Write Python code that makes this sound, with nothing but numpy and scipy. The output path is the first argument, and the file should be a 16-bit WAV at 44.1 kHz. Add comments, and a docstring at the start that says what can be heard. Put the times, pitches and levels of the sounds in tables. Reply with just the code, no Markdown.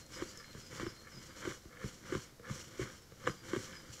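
"""In a forest, a bear paws a plastic feed jug that hangs against a barrel, shoving it to and fro.
At each swing the jug knocks hollowly, its wall scrapes in small slips, and loose feed slides
and hisses inside. Dragging back, the jug rubs with a rising, hollow tone.
Faint birds call over the steady hiss of the wood; the trunks return a weak echo."""
import sys
import numpy as np
from scipy import signal
from scipy.fft import rfft, irfft, next_fast_len
from scipy.io import wavfile
from scipy.ndimage import map_coordinates

SR = 44100
rng = np.random.default_rng(int(sys.argv[2]) if len(sys.argv) > 2 else 0)


def waveform_to_disk(signal):
    """Save audio, clipped to [-1, 1], as 16-bit WAV at the path in sys.argv[1]."""
    frames = np.transpose(np.atleast_2d(signal))
    scaled = np.clip(frames, -1, 1) * 32767
    samples = np.round(scaled).astype(np.int16)
    wavfile.write(sys.argv[1], SR, samples)


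N = 176400

# (time [s], thud level [dB], thud pitch [Hz], bonk level [dB], bonk pitch [Hz], clack level [dB])
CONTACTS = [(0.206, -42, 121, -46, 340, -48), (.221, -40, 120, -25.5, 343, -33),
            (.548, -40.5, 125, -41, 440, -47.5), (.574, -45, 125, -49, 410, -50),
            (0.728, -59, 120, -43.5, 443, -42.5), (0.797, -46, 110, -38, 460, -32.5),
            (.829, -46, 111, -26.5, 344, -41), (.865, -35, 118, -29.5, 354, -35),
            (1.171, -41, 127, -45, 350, -62), (1.452, -57, 120, -31.5, 337, -38),
            (1.473, -37, 125, -25.5, 363, -39), (1.654, -45, 111, -43.5, 332, -54),
            (1.840, -30.5, 135, -35.5, 422, -40), (1.856, -38.5, 140, -36.5, 290, -60),
            (2.123, -44, 120, -23, 350, -34), (2.150, -33.5, 125, -27, 382, -29.5),
            (2.170, -35, 136, -34, 285, -46), (2.323, -52, 130, -47, 290, -62),
            (2.396, -50, 120, -44, 454, -48), (2.498, -36, 130, -42, 347, -39.5),
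            (2.507, -31.5, 131, -41, 264, -52), (2.794, -36.5, 118, -24, 370, -46),
            (2.812, -34, 113, -31, 293, -43), (2.828, -39, 127, -35, 340, -37.5),
            (3.12, -48, 119, -48, 460, -46.5), (3.269, -52, 121, -30, 450, -30),
            (3.273, -54, 118, -22.5, 495, -21), (3.282, -35.5, 174, -33.5, 332, -46),
            (3.295, -37, 123, -38, 487, -31), (3.533, -56, 123, -21, 344, -29),
            (3.562, -48, 107, -28.5, 389, -34), (3.569, -37.5, 98, -30, 252, -43),
            (3.892, -44.5, 111, -48, 294, -65)]
# heavy swing (pitch ratio, gain [dB], t60 [s])
THUD_MODES = [(.3, -13, 0.12), (.62, -5, 0.069), (1, -2, 0.1), (1.6, -2, 0.057)]
# hollow wall (pitch ratio, gain [dB], t60 [s])
BONK_MODES = [(.72, -10, 0.024), (1, 0, 0.037), (1.45, -16, 0.024)]
# hard plastic (frequency before CLACK_TUNING [Hz], gain [dB], t60 [s])
CLACK_MODES = [(1177, 4.5, 0.012), (1353, -3, 0.01), (1600, -1, 0.016), (2130, -18.5, 0.034),
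               (2997, -10.5, 0.016), (4100, -13.5, 0.012)]
# contact grit (centre [Hz], width [Hz], gain [dB])
GRIT_BANDS = [(1200, 140, -0.5), (1610, 300, 3), (2206, 80, -5), (3090, 77, -3.5), (4050, 250, -11),
              (5640, 350, -21), (7000, 600, -9)]
THUD_GAIN_DB, BONK_GAIN_DB, CLACK_GAIN_DB, GRIT_GAIN_DB = 1, 3.5, -1, 4.5
CLACK_TUNING, GRIT_T60_S = 0.98, 0.01


def knocks():
    """Each contact of jug and barrel gives a thud, a hollow bonk and a gritty plastic clack."""
    body, clack, grit = np.zeros((3, N))
    t = np.arange(SR // 5) / SR
    for s, thud_db, thud_hz, bonk_db, bonk_hz, clack_db in CONTACTS:
        add(grit, s, amp(clack_db + GRIT_GAIN_DB - 60 * t / GRIT_T60_S) * rng.standard_normal(len(t)))
        plastic = ring(CLACK_MODES, CLACK_TUNING, t, attack_s=0.00055, scatter=0.025)
        thud = ring(THUD_MODES, thud_hz, t, attack_s=0.0047, scatter=0.075)
        bonk = ring(BONK_MODES, bonk_hz, t, attack_s=0.0025, scatter=0.02)
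        add(clack, s, amp(clack_db + CLACK_GAIN_DB) * plastic)
        add(body, s, amp(thud_db + THUD_GAIN_DB) * thud + amp(bonk_db + BONK_GAIN_DB) * bonk)
    clack = signal.sosfilt(signal.butter(3, (1000, 4000), 'bandpass', fs=SR, output='sos'), clack)
    grit = sum(amp(db) * resonance(grit, hz, width_hz) for hz, width_hz, db in GRIT_BANDS)
    return body + clack + grit


# sliding feed, one list per swing (time [s], level [dB])
FEED_LEVELS = [
    [(0, -57.5), (.04, -71), (.085, -75), (.115, -58), (.28, -57.5), (.35, -64), (.46, -67.5), (.55, -65),
     (.59, -61.5)],
    [(.69, -64.5), (.75, -55.5), (.83, -56.5), (.94, -68), (1.03, -68), (1.08, -72), (1.11, -67),
     (1.26, -62)],
    [(1.345, -68.5), (1.37, -58), (1.43, -59.5), (1.53, -56), (1.62, -71), (1.78, -73), (1.835, -58.5),
     (1.92, -60)],
    [(2.02, -71.5), (2.07, -61.5), (2.15, -56.5), (2.25, -60.5), (2.34, -81), (2.43, -79), (2.5, -57.5),
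     (2.575, -53.5), (2.7, -66)],
    [(2.77, -63.5), (2.82, -55.5), (2.94, -62), (3.05, -73.5), (3.18, -72), (3.29, -55.5), (3.34, -61.5),
     (3.41, -70.5)],
    [(3.465, -58), (3.56, -56), (3.645, -53), (3.71, -62), (3.82, -66), (3.89, -65), (3.94, -56), (4, -62)],
]
# feed hiss (frequency [Hz], gain [dB])
FEED_SPECTRUM = [(1500, -37), (2400, -7), (2680, -10), (2900, 0), (3250, -3), (3700, -10.5), (4300, 0),
                 (4600, -7), (5100, -3), (5800, 3), (6400, -3), (7000, 0.5), (7900, -6), (8700, -13),
                 (12000, -17.5), (15500, -26)]
# single grains (time [s], frequency [Hz], level [dB])
GRAIN_TICKS = [(0.064, 7000, -49), (.374, 6800, -40), (0.53, 4000, -46.5), (3.022, 7450, -55),
               (3.727, 3400, -45)]
FEED_GAIN_DB, TICK_T60_S = 2.5, 0.015


def feed():
    """Dense grains slide along the jug; a few drop singly."""
    level_db = envelope_db(FEED_LEVELS) + FEED_GAIN_DB + 1.6 * wobble(60)
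    out = amp(level_db) * coloured(grains(per_s=5000, spread_db=1), FEED_SPECTRUM)
    t = np.arange(SR // 30) / SR
    for s, hz, db in GRAIN_TICKS:
        phase_drift = np.cumsum(rng.normal(0, 0.3, len(t)))
        add(out, s, amp(db - 60 * t / TICK_T60_S) * np.sin(2 * np.pi * hz * t + phase_drift))
    return out


# wall scrape, one list per swing (time [s], level [dB])
SCRAPE_LEVELS = [
    [(0, -64), (.08, -74), (.12, -57), (.21, -49), (.26, -59.5), (.42, -67), (.47, -62.5), (.69, -65.5)],
    [(.73, -53.5), (.77, -54), (.81, -49), (.88, -54.5), (.98, -65.5), (1.07, -76), (1.14, -60), (1.3, -62)],
    [(1.38, -58.5), (1.45, -46), (1.52, -52.5), (1.59, -69), (1.68, -73), (1.83, -56), (1.88, -58),
     (2, -69.5)],
    [(2.06, -57.5), (2.14, -46), (2.2, -59), (2.28, -64), (2.37, -83), (2.5, -53.5), (2.58, -56),
     (2.68, -62)],
    [(2.78, -57.5), (2.81, -47.5), (2.86, -52), (2.92, -60.5), (3.05, -71.5), (3.18, -71), (3.28, -44.5),
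     (3.33, -66.5), (3.41, -65)],
    [(3.46, -54.5), (3.55, -47.5), (3.61, -59), (3.67, -55), (3.74, -58.5), (3.85, -61.5), (3.95, -62),
     (4, -62)],
]
# jug wall (frequency [Hz], gain [dB])
WALL_SPECTRUM = [(150, -15), (330, 3.5), (420, -12), (520, 7), (640, -11.5), (780, -13.5), (950, -5.5),
                 (1200, -1.5), (1500, 1), (1950, -4), (2250, -0.5), (2600, -23), (3100, -6.5),
                 (4000, -17.5), (8000, -50)]
# shifting load (frequency [Hz], gain [dB])
RUMBLE_SPECTRUM = [(20, -26), (50, -3.5), (100, 0.5), (160, 0), (250, -3), (380, -7), (520, -12),
                   (700, -25), (1500, -61)]
WALL_GAIN_DB, RUMBLE_DB, RUMBLE_DB_PER_DB, SCRAPE_REF_DB = 1, -56, 0.67, -55


def scrape():
    """Small slips excite the jug's wall; the shifting load rumbles with them."""
    level_db = envelope_db(SCRAPE_LEVELS)
    wall_db = level_db + WALL_GAIN_DB + 1.65 * wobble(90)
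    wall = amp(wall_db) * coloured(grains(per_s=1500, spread_db=0), WALL_SPECTRUM)
    load_db = RUMBLE_DB + RUMBLE_DB_PER_DB * (level_db - SCRAPE_REF_DB) + 1.14 * wobble(25.16)
    load = amp(load_db) * coloured(grains(per_s=700, spread_db=4), RUMBLE_SPECTRUM)
    return wall + load


# backward drags (peak time [s], rise [s], level [dB])
DRAGS = [(.345, 0.022, -64), (.42, 0.041, -58.5), (1.075, 0.063, -58), (1.70, 0.017, -68),
         (1.76, 0.046, -59.5), (1.817, 0.022, -53.5), (2.45, 0.02, -53.5), (2.485, 0.023, -52),
         (3.25, 0.062, -57.5), (3.74, 0.098, -58.5)]
# hollow jug (centre [Hz], width [Hz], gain [dB])
JUG_RESONANCES = [(492, 31, -7), (1214, 78, -7.5), (1320, 80, -5), (1710, 110, -3.5), (2170, 92, -6.5),
                  (3090, 290, -15)]
RUB_RELEASE_S, RUB_LAG_S_PER_HZ, ZERO_LAG_HZ = 0.027, 0.00002, 1320


def rubs():
    """Dragging back, the jug sounds its hollow resonances from low to high."""
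    slips, out = grains(per_s=900, spread_db=5.5), np.zeros(N)
    for hz, width_hz, db in JUG_RESONANCES:
        t = np.arange(N) / SR - RUB_LAG_S_PER_HZ * (hz - ZERO_LAG_HZ)
        swells = np.zeros(N)
        for peak_s, rise_s, peak_db in DRAGS:
            width_s = np.where(t < peak_s, rise_s, RUB_RELEASE_S)
            swells += amp(peak_db) * np.exp(-((t - peak_s) / width_s) ** 2)
        out += amp(db) * swells * unit(resonance(slips, hz, width_hz))
    return out


# calls (time [s], length [s], end pitch [Hz], fall [Hz], level [dB])
BIRD_NOTES = [(0, 0.055, 4200, 0, -60), (0.132, .04, 4900, 598, -52), (.27, 0.044, 4740, 0, -57),
              (.345, 0.042, 5300, 2, -56), (0.373, .025, 4820, 696, -53), (.43, 0.1, 4190, -2, -60),
              (.61, 0.073, 4970, 644, -57), (.75, .09, 4770, 0, -60), (0.845, 0.057, 5400, 2, -55.5),
              (.865, 0.036, 4800, 702, -54), (.92, 0.12, 4200, -9, -59), (1.106, .095, 4990, 700, -56),
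              (1.26, 0.065, 4790, 0, -62), (2.982, .08, 5330, 0, -66), (3.24, 0.079, 5010, 596, -58),
              (3.368, 0.052, 4820, -5.5, -60), (3.711, 0.09, 4990, 607, -57.5), (3.86, 0.038, 4770, 0, -62)]
NOTE_FALL_S, NOTE_WAVER_HZ, BIRD_DIRECT_DB, BIRD_ECHO_DB = 0.013, 36, -2.5, -3


def birds():
    """Falling chirps and thin level whistles, blurred by distance."""
    out, waver_hz = np.zeros(N), NOTE_WAVER_HZ * wobble(300)
    for s, length_s, end_hz, fall_hz, db in BIRD_NOTES:
        t = np.arange(int(length_s * SR)) / SR
        hz = end_hz + fall_hz * np.exp(-t / NOTE_FALL_S) + np.roll(waver_hz, -int(s * SR))[:len(t)]
        arch = np.abs(np.sin(np.pi * t / length_s)) ** 0.5
        add(out, s, amp(db) * arch * np.sin(2 * np.pi * np.cumsum(hz) / SR))
    return amp(BIRD_DIRECT_DB) * out + amp(BIRD_ECHO_DB) * trunk_echo(out, t60_s=0.34)


def trunk_echo(x, t60_s, onset_s=0.0055):
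    """Trunks scatter the sound into a short diffuse tail."""
    t = np.arange(SR // 2) / SR
    tail = rng.standard_normal(len(t)) * amp(-60 * t / t60_s) * (1 - np.exp(-t / onset_s))
    return signal.fftconvolve(x, tail / np.linalg.norm(tail))[:N]


# forest air (frequency [Hz], gain [dB])
HISS_SPECTRUM = [(20, 5.5), (90, 5.5), (200, 0.5), (500, -3), (720, -8), (1300, -11), (2000, -12),
                 (2700, -16), (3100, -18.5), (3700, -13.5), (5200, -11), (7000, -16), (9000, -19.5),
                 (13500, -19), (15600, -26)]


def forest_hiss(level_db=-61.5):
    """Steady noise of the wood, strongest in the bass."""
    return amp(level_db) * coloured(rng.standard_normal(N), HISS_SPECTRUM)


def ring(modes, pitch_scale, t, attack_s, scatter):
    """Damped modes; pitch and level vary at each blow."""
    out = np.zeros(len(t))
    for k, (pitch, db, t60_s) in enumerate(modes):
        decay = amp(db + rng.normal(0, 1) - 60 * t / t60_s)
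        hz = pitch * pitch_scale * (1 + scatter * rng.normal())
        out += (-1) ** k * decay * np.sin(2 * np.pi * hz * t)
    return out * (1 - np.exp(-t / attack_s))


def grains(per_s, spread_db):
    """Random tiny impacts, rms 1."""
    impulses = (rng.random(N) < per_s / SR) * rng.choice([-1, 1], N)
    return unit(impulses * amp(spread_db * rng.standard_normal(N)))


def resonance(x, hz, width_hz):
    """Steep-sided band-pass."""
    return filtered(x, lambda f: (2j * f * width_hz / (hz * hz - f * f + 2j * f * width_hz)) ** 2)


def coloured(x, spectrum):
    """x shaped by a spectrum table, rms 1."""
    knots_hz, db = np.transpose(spectrum)
    return unit(filtered(x, lambda hz: amp(np.interp(np.log(hz + 1), np.log(knots_hz), db))))


def filtered(x, response):
    """x through a frequency response."""
    size = next_fast_len(N + 8192)
    return irfft(rfft(x, size) * response(np.fft.rfftfreq(size, 1 / SR)), size)[:N]


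def envelope_db(swings):
    """Level per sample across all swings."""
    s, db = np.concatenate(swings).T
    return np.interp(np.arange(N) / SR, np.maximum.accumulate(s), db)


def wobble(knots_per_s):
    """Smooth random curve."""
    knots = rng.standard_normal(int(4 * knots_per_s) + 4)
    return map_coordinates(knots, [np.arange(N) * knots_per_s / SR])


def add(track, s, sound):
    """Mix in at time s."""
    start = max(round(s * SR), 0)
    track[start:start + len(sound)] += sound[:max(N - start, 0)]


def amp(db):
    """dB to gain."""
    return 10 ** (np.asarray(db) / 20)


def unit(x):
    """Scale to rms 1."""
    return x / np.sqrt(np.mean(x ** 2) + 1e-20)


def scene():
    """Jug, echo, forest hiss and birds; mono."""
    jug = knocks() + feed() + scrape() + rubs()
    echo = amp(-13) * trunk_echo(jug, t60_s=0.23)
    return (jug + echo + forest_hiss() + birds())[None]


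def record(dry):
    """Brick-wall low-pass."""
    return filtered(dry[0], lambda hz: hz < 15700)[None]


dry = scene()
out = record(dry)
waveform_to_disk(out)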